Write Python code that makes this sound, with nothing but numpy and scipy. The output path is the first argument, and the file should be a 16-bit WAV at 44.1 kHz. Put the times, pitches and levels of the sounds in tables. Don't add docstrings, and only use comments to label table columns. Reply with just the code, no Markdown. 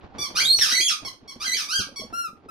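import sys
import numpy as np
from scipy import signal
from scipy.fft import rfft, irfft
from scipy.io import wavfile

SR = 44100
rng = np.random.default_rng(int(sys.argv[2]) if len(sys.argv) > 2 else 0)


def invert_db(level):
    return 10 ** (np.asarray(level, dtype=float) / 20)


def master_out(mix):
    frames = np.transpose(np.atleast_2d(mix))
    ceiling = np.clip(frames, -1, 1)
    pcm = np.round(ceiling * 32767).astype(np.int16)
    wavfile.write(sys.argv[1], SR, pcm)


N = 110250

# [t/s, f/Hz, level/dB]
SOFT_BITES = [
    [(.183, 1146, -30.5), (.225, 1171, -23.5), (.25, 1091, -32), (.272, 1022, -37.5)],
    [(1.048, 1116, -30), (1.068, 1082, -31), (1.088, 977, -38), (1.105, 1080, -56)],
    [(1.277, 1106, -40), (1.301, 1122, -36.5), (1.32, 1014, -45.5), (1.335, 950, -74)],
    [(1.959, 1121, -34.5), (1.983, 1118, -32), (2.0, 1109, -32), (2.011, 980, -46.5)],
]
REFILLS = [
    [(2.126, 1295, -46), (2.14, 1360, -28.5), (2.17, 1407, -29.5), (2.2, 1400, -25), (2.235, 1383, -29.5),
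     (2.258, 1330, -29), (2.28, 1240, -38.5), (2.3, 1190, -48)],
    [(2.484, 1273, -57), (2.49, 1299, -39), (2.5, 1306, -39.5)],
]
# [t/s, f/Hz, level/dB]
BITE_1_RISE = [(.349, 1176, -37.5), (.362, 1225, -19.5), (.382, 1508, -21), (.396, 1599, -20.5),
               (.399, 1950, -18), (.413, 2355, -17), (.42, 2400, -19.5)]
BITE_1_SHRIEK = [(.42, 3253, -25.5), (.445, 3247, -24.5), (.458, 3750, -15.5), (.478, 3850, -18),
                 (.487, 4240, -22.5), (.506, 4215, -14.5), (.52, 4250, -13), (.535, 4430, -15.5),
                 (.558, 4540, -39.5)]
BITE_1_TOP = [(0.557, 5840, -33.5), (0.563, 6023, -27), (0.585, 5596, -23.5), (0.601, 5840, -27),
              (0.612, 5150, -24.5)]
BITE_1_DROP = [(.585, 4300, -31), (.596, 3400, -30), (.608, 2700, -30)]
BITE_1_SAG = [(0.611, 1870, -19), (0.627, 1738, -18.5), (0.64, 1525, -23), (.664, 1268, -26.5),
              (0.679, 1195, -28.5), (0.693, 1241, -22.5), (.712, 1521, -20.5), (0.719, 1607, -19)]
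# [t/s, f/Hz, level/dB]
REBITE_CLIMB = [(0.722, 1900, -15), (.732, 1977, -18), (0.75, 2020, -27.5), (0.753, 2217, -16),
                (0.763, 2188, -22.5), (0.768, 1984, -17.5), (0.79, 2022, -20.5), (0.81, 2500, -18)]
REBITE_ARCH = [(.808, 3157, -18.5), (0.831, 3363, -23), (.865, 3383, -15.5), (0.88, 3093, -23.5),
               (0.886, 2795, -20.5), (0.895, 2671, -19.5), (0.902, 1437, -23.5), (.915, 1262, -20),
               (0.952, 1110, -40)]
# [t/s, f/Hz, level/dB]
BITE_2_RISE = [(1.398, 1140, -43), (1.418, 1214, -25.5), (1.433, 1378, -29), (1.447, 1616, -30),
               (1.466, 1550, -32)]
BITE_2_HOLD = [(1.464, 2100, -28), (1.484, 2001, -22), (1.505, 1980, -34.5), (1.521, 1994, -17.5),
               (1.533, 2143, -27), (1.547, 2370, -19)]
BITE_2_PEAK = [(1.547, 3237, -20.5), (1.561, 3117, -40), (1.569, 2997, -22.5)]
BITE_2_FALL = [(1.568, 1828, -23), (1.58, 1773, -26.5), (1.59, 1363, -25.5), (1.607, 1255, -29.5),
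               (1.652, 1114, -36.5)]
LAST_ARCH = [(1.686, 1162, -29.5), (1.71, 1353, -25), (1.738, 1576, -23), (1.78, 1611, -23.5),
             (1.8, 1397, -25), (1.82, 1185, -32), (1.845, 1111, -43.5)]

# [f/Hz, level/dB]
NECK_PRESSED = [(1100, -4.5), (2000, -5), (3300, -5), (4500, 0), (5700, 2), (7300, -19), (10000, -5.5),
                (15000, -31)]
NECK_SOFT = [(1100, -8), (2200, -8.5), (3300, -4.5), (4500, 0), (5600, 3.5), (7300, -18.5), (9000, -8),
             (15000, -23)]
NECK_HIGH = [(2000, -4), (3300, -5), (4500, 3.5), (5900, 0.5), (7300, -15.5), (9000, -6), (12000, -14),
             (15000, -43)]
NECK_SLACK = [(1100, -10.5), (1800, -6.5), (3300, -6), (4500, -2), (5600, 3.5), (7300, -15), (10000, -5),
              (15000, -27)]
NECK_REFILL = [(1400, -3), (2800, -18), (4200, -23), (5500, -15.5), (7000, -28), (9500, -20.5),
               (15000, -31)]
# [f/Hz, level/dB]
AIR_COLOUR = [(1300, 0), (5500, 0), (8000, -14)]

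# [t/s, peak level/dB, f/Hz]
BLOWS = [(0.14, -57, 166), (0.185, -37.5, 233), (0.343, -48, 154), (0.582, -51, 300), (0.619, -45, 240),
         (0.723, -37, 240), (0.797, -35, 281), (0.912, -44.5, 241), (1.031, -38.5, 301), (1.224, -41, 241),
         (1.359, -36.5, 237), (1.478, -38, 231), (1.537, -47, 260), (1.68, -50, 260), (1.722, -56, 229),
         (1.797, -28, 198), (2.004, -36, 220), (2.127, -36.5, 232), (2.286, -43, 195), (2.329, -42, 236),
         (2.399, -68, 223), (2.458, -42, 257),
         (0.051, -44.5, 840), (0.122, -41, 792), (0.188, -29.5, 366), (0.277, -47.5, 387),
          (0.49, -50.5, 710), (0.589, -42, 374), (0.716, -49, 355), (0.779, -42.5, 654), (0.8, -35.5, 353),
          (0.913, -54, 700), (1.018, -40.5, 360), (1.027, -40.5, 322), (1.248, -46, 438),
          (1.359, -46.5, 355), (1.463, -47, 754), (1.55, -42, 442), (1.67, -52, 610), (1.795, -32.5, 382),
          (1.887, -39.5, 545), (1.977, -52, 387), (1.994, -37, 406), (2.108, -46, 360), (2.124, -38, 703),
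          (2.278, -49, 370), (2.42, -68.5, 776), (2.444, -46, 389), (2.458, -37, 439),
         (0.041, -39, 74), (0.191, -36, 106), (0.582, -40, 79), (0.625, -40, 63.4), (1.789, -30.5, 105),
         (1.868, -38.5, 285), (1.92, -42, 248), (1.915, -44.5, 570), (2.018, -32, 630), (2.035, -33.5, 487),
         (2.045, -35.5, 227), (2.19, -50, 71.4), (2.45, -46.5, 96)]
# [f/Hz, level/dB]
SNAPS = [
    (0.587, -15.5),
    (0.622, -26.5),
]
SNAP_COLOUR = [(60, -9.5), (500, -16.5), (3000, -1.5), (12000, -18)]
# [f/Hz, level/dB]
TICKS = [
    (.009, -44.5),
    (.123, -53),
    (1.249, -55),
]
TICK_COLOUR = [(500, -15.5), (1500, -9.5), (4000, -11.5), (7000, -48)]

# [f/Hz, level/dB per Hz]
CHEWING = [(0.0, -53.5), (.06, -48), (.105, -55.5), (.125, -53.5), (0.168, -46), (0.19, -39.5), (0.27, -55),
           (0.339, -43), (0.99, -63), (1.05, -43), (1.13, -59.5), (1.36, -54.5), (1.77, -59), (1.98, -54),
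           (2.03, -58.5), (2.13, -48), (2.21, -62.5), (2.5, -54.5)]
RUSTLE_COLOUR = [(47, -1), (80, -1), (814, -6), (1080, -9.5), (1570, -14), (1930, -18.5), (4640, -28.5),
                 (7000, -43), (9100, -65.5), (15400, -120)]
# [f/Hz, level/dB]
HUM_COLOUR = [(12, -37), (20, -13.5), (162, -31), (242, 0.5), (400, -5.5), (520, -42), (880, -120)]

# [f/Hz, t60/s]
ROOM_T60 = [(200, 0.42), (1200, 0.26), (4000, 0.24), (7500, 0.23), (14000, 0.2)]
# [f/Hz, level/dB]
WALLS = [(30, 0), (6000, 0), (9000, -4), (16000, -5)]
# [f/Hz, phase/rad]
PORT_LEVEL = [(28, -12), (60, -6.5), (180, -1.5), (550, -1.7), (1300, -2), (2500, -3), (5000, -3),
              (9000, 0), (14000, 4.5)]
PORT_PHASE = [(800, 0), (1400, -2.4), (2200, -.6), (5300, -.6), (6300, -1.4), (8600, -2.4), (15000, -2.2)]

CUTOFF_HZ = 16200
STEADY, UNSTEADY, SLACK = .35, 2.1, 2.7
HALVES = np.array([[.5], [-.5]])


def at_hz(points, hz):
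    table = np.array(points)
    return np.interp(np.log(hz), np.log(table[:, 0]), table[:, 1])


def rms_one(x):
    return x / np.sqrt(np.mean(x ** 2) + 1e-20)


def drift(rate_hz):
    r = np.exp(-2 * np.pi * rate_hz / SR)
    settle = 9000
    wander = signal.lfilter([1], [1, -2 * r, r * r], rng.standard_normal(N + settle))
    return rms_one(wander[settle:])


def colour(x, spectrum):
    hz = np.maximum(np.fft.rfftfreq(x.shape[-1], 1 / SR), 1)
    low_edge = np.minimum(1, hz / spectrum[0][0]) ** 3
    high_edge = np.minimum(1, spectrum[-1][0] / hz) ** 3
    return irfft(rfft(x) * invert_db(at_hz(spectrum, hz)) * low_edge * high_edge, x.shape[-1])


def reed(stretches, neck, rough):
    attack_s, release_s = .002, .004
    t, tones, flow = np.arange(N) / SR, np.zeros(N), np.zeros(N)
    wobble = 1 + rough * .003 * (drift(90) + .3 * drift(490))
    flutter = invert_db(rough * 1.5 * drift(170))
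    k = np.arange(1, 15)[:, None]
    for rows in stretches:
        s, hz, db = np.transpose(rows)
        end_s = s[-1] + release_s
        on = slice(int(s[0] * SR), int(end_s * SR))
        u = t[on]
        pitch = np.interp(u, s, hz) * wobble[on]
        tilt_db = -1.5 * np.log2(k)
        gains = invert_db(at_hz(neck, k * pitch) + tilt_db) * (k * pitch < CUTOFF_HZ)
        phase = k * 2 * np.pi * np.cumsum(pitch) / SR + rng.uniform(0, 2 * np.pi, k.shape)
        tone = np.sum(gains * np.cos(phase), axis=0)
        tone /= np.sqrt(np.sum(gains ** 2, axis=0) / 2)
        ramp = np.minimum((u - s[0]) / attack_s, (end_s - u) / release_s)
        shape = invert_db(np.interp(u, s, db)) * np.clip(ramp, 0, 1)
        tones[on] += tone * shape * flutter[on]
        flow[on] += shape
    air = rms_one(colour(colour(rng.standard_normal(N), neck), AIR_COLOUR))
    return tones + invert_db(-33) * rough ** 3 * flow * air


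def squeaks():
    soft = reed(SOFT_BITES, NECK_SOFT, rough=STEADY * 1.3)
    arch = reed([LAST_ARCH], NECK_PRESSED, rough=STEADY * 1.22)
    rises = reed([BITE_1_RISE, BITE_2_RISE], NECK_PRESSED, rough=UNSTEADY)
    high_stretches = [BITE_1_SHRIEK, BITE_1_TOP, REBITE_CLIMB, REBITE_ARCH, BITE_2_HOLD, BITE_2_PEAK]
    high = reed(high_stretches, NECK_HIGH, rough=STEADY * 1.3)
    falls = reed([BITE_1_DROP, BITE_1_SAG, BITE_2_FALL], NECK_SLACK, rough=SLACK)
    return soft + arch + rises + high + falls


def refills():
    return reed(REFILLS, NECK_REFILL, rough=STEADY / 2)


def blows():
    out, u = np.zeros(N + SR), np.arange(SR // 4) / SR
    dull = signal.butter(4, 500, fs=SR, output="sos")
    for s, db, hz in BLOWS:
        puff = invert_db(-9) * rms_one(signal.sosfilt(dull, rng.standard_normal(len(u))))
        t60_s = .055 + 9.0 / (hz + 100)
        onset = np.minimum(u / 0.0022, 1)
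        i = int(s * SR)
        out[i:i + len(u)] += (np.sin(2 * np.pi * hz * u) + puff) * invert_db(db - 1.0 - 60 * u / t60_s) * onset
    burst_t60_s = 0.093
    for events, spectrum in ((SNAPS, SNAP_COLOUR), (TICKS, TICK_COLOUR)):
        for s, db in events:
            burst = rms_one(colour(rng.standard_normal(len(u)), spectrum))
            i = int(s * SR)
            out[i:i + len(u)] += burst * invert_db(db - 10.0 - 60 * u / burst_t60_s)
    return out[:N]


def spread(mid):
    return mid + .45 * rng.standard_normal(N) * [[1], [-1]]


def chewing():
    rubs_per_s, rub_share, lumpy_db = 900, .35, 3
    sizes = invert_db(4.8 * np.minimum(rng.exponential(1, N), 4)) * rng.choice([-1, 1], N)
    chance = rubs_per_s * invert_db(5.0 * drift(12)) / SR
    rubs = rms_one(sizes * (rng.random(N) < chance))
    mid = rub_share * rubs + (1 - rub_share) * rng.standard_normal(N)
    rustle = rms_one(colour(spread(mid), RUSTLE_COLOUR))
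    s, db = np.transpose(CHEWING)
    return rustle * invert_db(np.interp(np.arange(N) / SR, s, db) + lumpy_db * drift(32))


def house_rumble():
    return invert_db(-61) * rms_one(colour(spread(rng.standard_normal(N)), HUM_COLOUR))


def room():
    first_echo_s = .003
    u, edges, out = np.arange(SR * 3 // 4) / SR, 40 * 2 ** np.arange(0, 9, .5), 0
    white = rng.standard_normal((2, len(u))) * (u > first_echo_s)
    for low, high in zip(edges, edges[1:]):
        band = signal.sosfilt(signal.butter(2, [low, high], "band", fs=SR, output="sos"), white)
        out = out + band * invert_db(-60 * u / at_hz(ROOM_T60, np.sqrt(low * high)))
    return out / np.sqrt(np.sum(out ** 2) / 2)


def scene():
    out_squeaks, in_squeaks, low_blows = squeaks(), refills(), blows()
    sent = invert_db(2) * out_squeaks + invert_db(-2) * in_squeaks + invert_db(-10) * low_blows
    wet = signal.fftconvolve(colour(sent, WALLS)[None], room(), axes=1)[:, :N]
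    panned = in_squeaks * invert_db(4.5 * HALVES)
    direct = invert_db(-4.5) * out_squeaks + panned + low_blows
    return direct + invert_db(-3.5) * wet + chewing() + house_rumble()


def band_limit(x):
    return signal.sosfilt(signal.butter(12, 15710, fs=SR, output="sos"), x)


def record(dry):
    hz = np.maximum(np.fft.rfftfreq(N, 1 / SR), 1)
    level = invert_db(at_hz(PORT_LEVEL, hz) * HALVES)
    turn = np.exp(1j * at_hz(PORT_PHASE, hz) * HALVES)
    heard = irfft(rfft(dry) * level * turn, N)
    top_cut = signal.cheby2(12, 70, CUTOFF_HZ, fs=SR, output="sos")
    return band_limit(signal.sosfilt(top_cut, heard))


dry = scene()
out = record(dry)
master_out(out)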